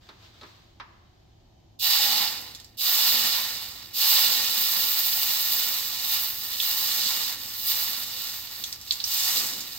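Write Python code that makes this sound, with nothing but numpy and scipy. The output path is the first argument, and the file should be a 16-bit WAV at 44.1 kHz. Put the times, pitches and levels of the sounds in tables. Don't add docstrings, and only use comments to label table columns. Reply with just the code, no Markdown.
import sys
import numpy as np
from scipy import signal
from scipy.fft import rfft, irfft
from scipy.io import wavfile

SR = 44100
rng = np.random.default_rng(int(sys.argv[2]) if len(sys.argv) > 2 else 0)


def file_out(sig):
    cols = np.atleast_2d(sig).T
    lim = np.clip(cols, -1, 1)
    pcm = np.round(lim * 32767).astype(np.int16)
    wavfile.write(sys.argv[1], SR, pcm)


N = 431298
TIME_S = np.arange(N) / SR
FREQ_HZ = np.maximum(np.arange(N // 2 + 1) * SR / N, 1)

# f/Hz, density/dB per Hz
AIR_SPECTRUM = [(15, -27), (25, -11), (64, -6), (114, -10.5), (206, -16), (309, -18.5), (335, -13.5),
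                (439, -28), (754, -21), (1440, -42), (3920, -40), (6740, -41.5), (9320, -65), (12200, -51),
                (16000, -65)]
# f/Hz, level/dB
HUM_TONES = [(37.7, -76), (80.7, -68.5), (107.7, -64.5)]
# f/Hz, level/dB
WHINE_TONES = [(3068, -82), (12371, -94)]
# t/s, level/dB
RUSTLE_LEVEL = [(0, -56.5), (0.07, -55.5), (0.16, -63), (0.25, -55.5), (0.32, -62), (0.47, -56),
                (0.78, -69.5), (1.2, -71.5), (1.75, -74.5)]
# f/Hz, density/dB per Hz
CLOTH_SPECTRUM = [(120, -35), (300, -1), (800, 0), (1800, -0.5), (2500, -1.5), (4200, 4), (5800, -6),
                  (8000, -13), (10200, -29), (12500, -14), (15600, -18)]
# t/s, blow/dB, thud/dB re blow, tick/dB re blow; all before mixing gains
KNOCK_EVENTS = [(0.088, -34.5, -19, -10), (0.106, -46, -25, -23), (0.341, -49, -12, -6),
                (0.411, -39, -10, -3.5), (0.431, -32, -20, -15), (0.798, -24.5, -37, -23)]
# f/Hz, relative level/dB, t60/s
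RING_MODES = [(990, 2, 0.18), (1720, -3, 0.23), (2090, -15, 0.37), (2832, -26, 2), (4059, -22, 0.43)]
# f/Hz, density/dB per Hz
CLACK_SPECTRUM = [(120, -57), (200, -19), (711, -15), (984, 1), (1510, -5.5), (1670, -4.5), (5460, -20.5),
                  (9280, -72), (12000, -52), (15600, -84), (22000, -120)]
# f/Hz, density/dB per Hz
STEAM_SPECTRUM = [(60, -72), (200, -16), (430, -22), (800, -13.5), (1600, -14), (2500, -7.5), (3300, -4),
                  (3900, -0.5), (4900, 4), (6000, 1), (8400, -3.5), (9500, -9.5), (11100, -15.5),
                  (12300, -7.5), (15600, -8.5)]
# f/Hz, width/Hz, lift/dB
GAP_RESONANCES = [(516.7, 16, 11), (734, 44, 4), (879, 38, 7), (1026, 14, 8.5), (1190, 71, 5.5),
                  (1380, 24, 7), (1420, 38, 2), (1822, 56, 8.5), (1920, 25, 4.5), (2482, 21, 8.5),
                  (2888, 340, 11), (3637, 570, 10.5), (3990, 97, 8.5), (4290, 120, 7), (4750, 600, 6.5),
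                  (5290, 37, 8.5), (6700, 80, 1)]
# f/Hz, left re right/dB, likeness/0-1, left lead/rad
PORT_RESPONSE = [(200, 0.3, 0.92, 0.1), (500, 2.6, 0.67, 1.6), (1200, -0.6, 0.4, 1.1),
                 (2300, -0.1, 0.48, 1.0), (3300, -3.0, 0.39, 0.3), (4000, -8.0, 0.65, 1.0),
                 (5000, -8.4, 0.64, 2.6), (6000, 0.6, 0.23, 3.3), (7500, 2.3, 0.56, 0.1),
                 (8700, 2.6, 0.48, 0.0), (9600, 7.9, 0.16, 0.3), (10700, 6.9, 0.14, 0.0),
                 (12200, -2.6, 0.9, 0.0), (15300, -2.6, 0.93, 0.0)]
# t/s, sizzle/dB, attack/s, hold/s, drying/dB per s, fizz/dB re sizzle, spray/dB re sizzle
SPLASH_EVENTS = [(1.789, -21.5, 0.081, 0.43, 63.5, -9.5, 2.5), (2.77, -21.5, 0.12, 0.56, 27, -7.5, 6.5),
                 (3.929, -17.5, 0.22, .24, 24.5, -7, 7), (9.027, -25.5, 0.16, .38, 65, -2.5, 7)]
# t/s, sizzle/dB, spray/dB re sizzle
POUR_LEVEL = [(4.3, -39, -12), (4.55, -34, 5), (4.62, -31.5, 9), (5.6, -31.5, 8), (5.95, -37, 4),
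              (6.15, -32, 9), (6.38, -41, 10), (6.58, -37, 7), (6.63, -33.5, 10), (7.02, -30, 3),
              (7.3, -34, 4), (7.36, -41.5, 3.5), (7.5, -41, 6), (7.63, -39.5, 9.5), (7.7, -31, 9),
              (8.1, -39.5, 4.5), (8.3, -38.5, 5.5), (8.45, -43.5, 5.5), (8.68, -44.5, 5.5), (8.79, -53, 3),
              (8.89, -44.5, 2.5), (9.77, -43.5, 2)]
# t/s, ping peak/dB, ping f/Hz, puff/dB
POP_EVENTS = [(2.549, -27, 4100, -45.5), (2.6, -34, 3810, -51), (2.6447, -38, 4970, -51),
              (6.6011, -6.5, 3600, -32.5), (8.639, -15, 3870, -35), (8.7265, -16.5, 4670, -38),
              (8.8131, -33, 6030, -45), (8.9087, -3.5, 4150, -40), (8.9221, -16, 4220, -31.5),
              (9.002, -13, 4170, -50), (9.0404, -9, 5350, -40), (9.607, -24, 7040, -38)]
# f/Hz, density/dB per Hz
SPIT_SPECTRUM = [(1000, -37), (2200, -12), (3200, -9), (5000, 6.5), (7500, 0), (9500, -15), (11200, -11),
                 (12500, -2), (15600, -19)]

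AIR_DB = -59.5
SAG_DB_PER_S = 12.5
SPRAY_SAG_DB_PER_S = 6
POUR_FIZZ_DB = -5.5
FULL_BOIL_DB = -30
BUBBLING_DB, BUBBLING_LAG_S, BUBBLING_POWER = -41, 0.029, 0.88
GURGLE_DB, GURGLE_LAG_S, GURGLE_POWER = -58, 0.17, 0.57
CHURN_DB, CHURN_PEAK_S, CHURN_SHARPNESS = -52.5, 0.39, 8.7
HOLLOW_DB, HOLLOW_START_S, HOLLOW_PEAK_S = -41, 1.82, 2.215
HOLLOW_RISE_DB_PER_S, HOLLOW_FALL_DB_PER_S = 19, 85
CRACK_DB, CRACK_T60_S, PUFF_T60_S = 14.5, 0.0051, 0.1
TOP_HZ = 15800


def undb(db):
    return 10 ** (np.asarray(db) / 20)


def level(x, rms_db):
    mid = np.atleast_2d(x).mean(axis=0)
    return x * undb(rms_db) / np.sqrt(np.mean(mid ** 2))


def curves(rows):
    t_s, *columns = np.transpose(rows)
    return [np.interp(TIME_S, t_s, c) for c in columns]


def over_hz(rows):
    hz, *columns = np.transpose(rows)
    return [np.interp(np.log(FREQ_HZ), np.log(hz), c) for c in columns]


def during(rows, fade_s=0.0081):
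    since_start_s = TIME_S - rows[0][0]
    to_end_s = rows[-1][0] + 2 * fade_s - TIME_S
    return np.clip(np.minimum(since_start_s, to_end_s) / fade_s, 0, 1)


def shape(x, gain):
    return irfft(rfft(x) * gain, N)


def causal(db):
    cepstrum = irfft(np.log(undb(db)), N)
    cepstrum[1:N // 2] *= 2
    cepstrum[N // 2 + 1:] = 0
    return np.exp(rfft(cepstrum))


def resonance(hz, width_hz):
    return 1 / (1 + 1j * (FREQ_HZ ** 2 - hz ** 2) / (FREQ_HZ * width_hz))


def walk(rate_hz):
    return level(shape(rng.standard_normal(N), 1 / (1 + (FREQ_HZ / rate_hz) ** 4)), 0)


def add(track, t_s, sound):
    start = max(int(t_s * SR), 0)
    track[start:start + len(sound)] += sound[:N - start]


def echoes(x, t60_s, db, gap_s=0.00058):
    t = TIME_S[:SR]
    tail = rng.standard_normal((2, SR)) * undb(-60 * t / t60_s) * (t > gap_s)
    tail /= np.sqrt(np.sum(tail ** 2, axis=1, keepdims=True))
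    return undb(db) * signal.fftconvolve(x[None], tail, axes=1)[:, :N]


def diffuse(alike_hz):
    mid, side = rng.standard_normal((2, N))
    side = shape(side, FREQ_HZ / np.hypot(FREQ_HZ, alike_hz))
    return mid + np.array([[1], [-1]]) * side


def ports(direct, scattered):
    balance_db, likeness, lead_rad = over_hz(PORT_RESPONSE)
    likeness = np.clip(likeness, 0, 1)
    half = np.array([[0.5], [-0.5]])
    gain = undb(half * balance_db)
    gain /= np.sqrt(np.mean(gain ** 2, axis=0))
    shared = shape(direct, gain * np.sqrt(likeness) * np.exp(1j * half * lead_rad))
    separate = shape(scattered, gain * np.sqrt(1 - likeness))
    return shared + separate


def bursts(per_second, spread_db):
    chance = per_second / SR
    size = undb(spread_db * np.minimum(rng.exponential(size=N), 5))
    hits = rng.standard_normal(N) * size * (rng.random(N) < chance)
    return level(hits / np.sqrt(np.minimum(chance, 1)), 0)


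def workshop():
    air = level(shape(diffuse(alike_hz=375), undb(over_hz(AIR_SPECTRUM)[0])), AIR_DB)
    hum = 0
    for hz, db in HUM_TONES:
        hum = hum + level(np.sin(2 * np.pi * hz * TIME_S + 1.5 * walk(5.0)), db)
    whine = 0
    for hz, db in WHINE_TONES:
        whine = whine + level(shape(rng.standard_normal(N), resonance(hz, width_hz=100) ** 2), db)
    return air * undb(0.26 * walk(4.2)) + hum + whine


def rustle():
    crinkle = bursts(1500, spread_db=0.0)
    heard = 0.42 * crinkle + echoes(crinkle, t60_s=1.0, db=3.0)
    sound = shape(heard, undb(over_hz(CLOTH_SPECTRUM)[0]))
    return level(sound, curves(RUSTLE_LEVEL)[0]) * during(RUSTLE_LEVEL)


def knocks():
    blows, thuds, ticks = np.zeros((3, N))
    t = TIME_S[:SR // 2]
    for t_s, db, thud_db, tick_db in KNOCK_EVENTS:
        add(blows, t_s + 0.00202, undb([db]))
        add(thuds, t_s + 0.0022, undb(db + thud_db - 60 * t / 0.12))
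        add(ticks, t_s + 0.00098, undb(db + tick_db - 60 * t / 0.082))

    clack = irfft(causal(over_hz(CLACK_SPECTRUM)[0]), N)[:len(t)]
    clack = clack / np.max(abs(clack))
    ring = sum(undb(db - 60 * t / t60_s) * np.sin(2 * np.pi * hz * t) for hz, db, t60_s in RING_MODES)
    dry = signal.fftconvolve(blows, clack + undb(-28) * ring)[:N]

    body = resonance(hz=377, width_hz=450) ** 2 + undb(-3) * resonance(hz=1230, width_hz=320) ** 2
    thud = level(shape(rng.standard_normal(N), body), 2.3) * thuds
    bright = resonance(hz=3870, width_hz=1200) ** 2
    tick = level(shape(rng.standard_normal(N), bright), -2) * ticks

    near = echoes(dry, t60_s=0.12, db=3.5, gap_s=0.0013)
    far = echoes(dry + 0.74 * thud, t60_s=0.99, db=-4)
    middle = shape(dry, resonance(hz=1110, width_hz=350) ** 2)
    far = far + echoes(middle, t60_s=0.73, db=1.0)
    return undb(-5) * dry + thud + tick + near + far


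def splash(t_s, db, attack_s, hold_s, drying_db_per_s, fizz_db, spray_db):
    age_s = np.maximum(TIME_S - t_s, 0)
    drying_db = drying_db_per_s * np.maximum(age_s - hold_s, 0)
    sizzle = (1 - np.exp(-age_s / attack_s)) * undb(db - SAG_DB_PER_S * age_s - drying_db)
    fizz_ratio = undb(fizz_db) * np.ones(N)
    spray_ratio = undb(spray_db - SPRAY_SAG_DB_PER_S * age_s)
    return sizzle * np.array([np.ones(N), fizz_ratio, spray_ratio])


def pour():
    db, spray_db = curves(POUR_LEVEL)
    return undb([db, db + POUR_FIZZ_DB, db + spray_db]) * during(POUR_LEVEL)


def churn(t_s):
    age = np.maximum(TIME_S - t_s, 0) / CHURN_PEAK_S
    return undb(CHURN_DB) * (age * np.exp(1 - age)) ** CHURN_SHARPNESS


def trail(gain, lag_s):
    keep = np.exp(-3 / (lag_s * SR))
    for _ in range(3):
        gain = signal.lfilter([1 - keep], [1, -keep], gain + 1e-12)
    return gain


def steam_colour():
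    lift_db = sum(db * abs(resonance(hz, width_hz)) ** 2 for hz, width_hz, db in GAP_RESONANCES)
    return undb(over_hz(STEAM_SPECTRUM)[0] + lift_db)


def steam():
    power = pour() ** 2 + sum(splash(*row) ** 2 for row in SPLASH_EVENTS)
    sizzle_gain, fizz_gain, spray_gain = np.sqrt(power)
    boil = sizzle_gain / undb(FULL_BOIL_DB)
    bubbling_gain = undb(BUBBLING_DB) * trail(boil ** BUBBLING_POWER, BUBBLING_LAG_S)
    steady_gurgle = undb(GURGLE_DB) * trail(np.minimum(boil, 1) ** GURGLE_POWER, GURGLE_LAG_S)
    gurgle_gain = np.hypot(steady_gurgle, sum(churn(row[0]) for row in SPLASH_EVENTS))

    source = bursts(3000 + 24000 * boil, spread_db=2.0)
    hiss = shape(ports(source, rng.standard_normal((2, N))), steam_colour())

    above = [1 / (1 + (hz / FREQ_HZ) ** 16) for hz in (520, 2400, 5500, 11000)]
    gurgle = level(shape(hiss, 1 - above[0]), 0) * gurgle_gain * undb(1.8 * walk(10))
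    bubbling = level(shape(hiss, above[0] - above[1]), 0) * bubbling_gain * undb(0.8 * walk(16))
    sizzle = level(shape(hiss, above[1] - above[2]), 0) * sizzle_gain * undb(0.85 * walk(20))
    fizz = level(shape(hiss, above[2] - above[3]), 0) * fizz_gain * undb(0.5 * walk(36))
    spray = level(shape(hiss, above[3]), 0) * spray_gain * undb(1.1 * walk(18))
    sputter = undb(0.5 * walk(32))
    return (gurgle + bubbling + sizzle + fizz + spray) * sputter


def hollow():
    note = shape(diffuse(alike_hz=1500), resonance(hz=828, width_hz=130) ** 2)
    late_s = TIME_S - HOLLOW_PEAK_S
    db = HOLLOW_DB + np.minimum(HOLLOW_RISE_DB_PER_S * late_s, -HOLLOW_FALL_DB_PER_S * late_s)
    fade_in = np.clip((TIME_S - HOLLOW_START_S) / 0.02, 0, 1)
    return level(note, db) * fade_in


def pops():
    pings, puffs = np.zeros((2, N))
    t = TIME_S[:SR // 10]
    swell = (t / 0.00017) ** 3 * np.exp(-t / 0.00017)
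    swell = swell / swell.max()
    puff_decay = undb(-60 * t / PUFF_T60_S) + undb(CRACK_DB - 60 * t / CRACK_T60_S)
    for t_s, db, hz, puff_db in POP_EVENTS:
        add(pings, t_s, undb(db) * np.sin(2 * np.pi * hz * t) * swell)
        add(puffs, t_s + 0.0004, undb(puff_db) * puff_decay)
    spit = level(shape(rng.standard_normal(N), undb(over_hz(SPIT_SPECTRUM)[0])), 0) * puffs
    dry = pings + spit
    near = ports(dry, echoes(dry, t60_s=0.11, db=0.5))
    return near + echoes(dry, t60_s=0.36, db=-10)


def scene():
    return workshop() + rustle() + knocks() + steam() + hollow() + pops()


def record(dry):
    return signal.sosfilt(signal.ellip(12, 0.1, 80, TOP_HZ, fs=SR, output="sos"), dry)


dry = scene()
out = record(dry)
file_out(out)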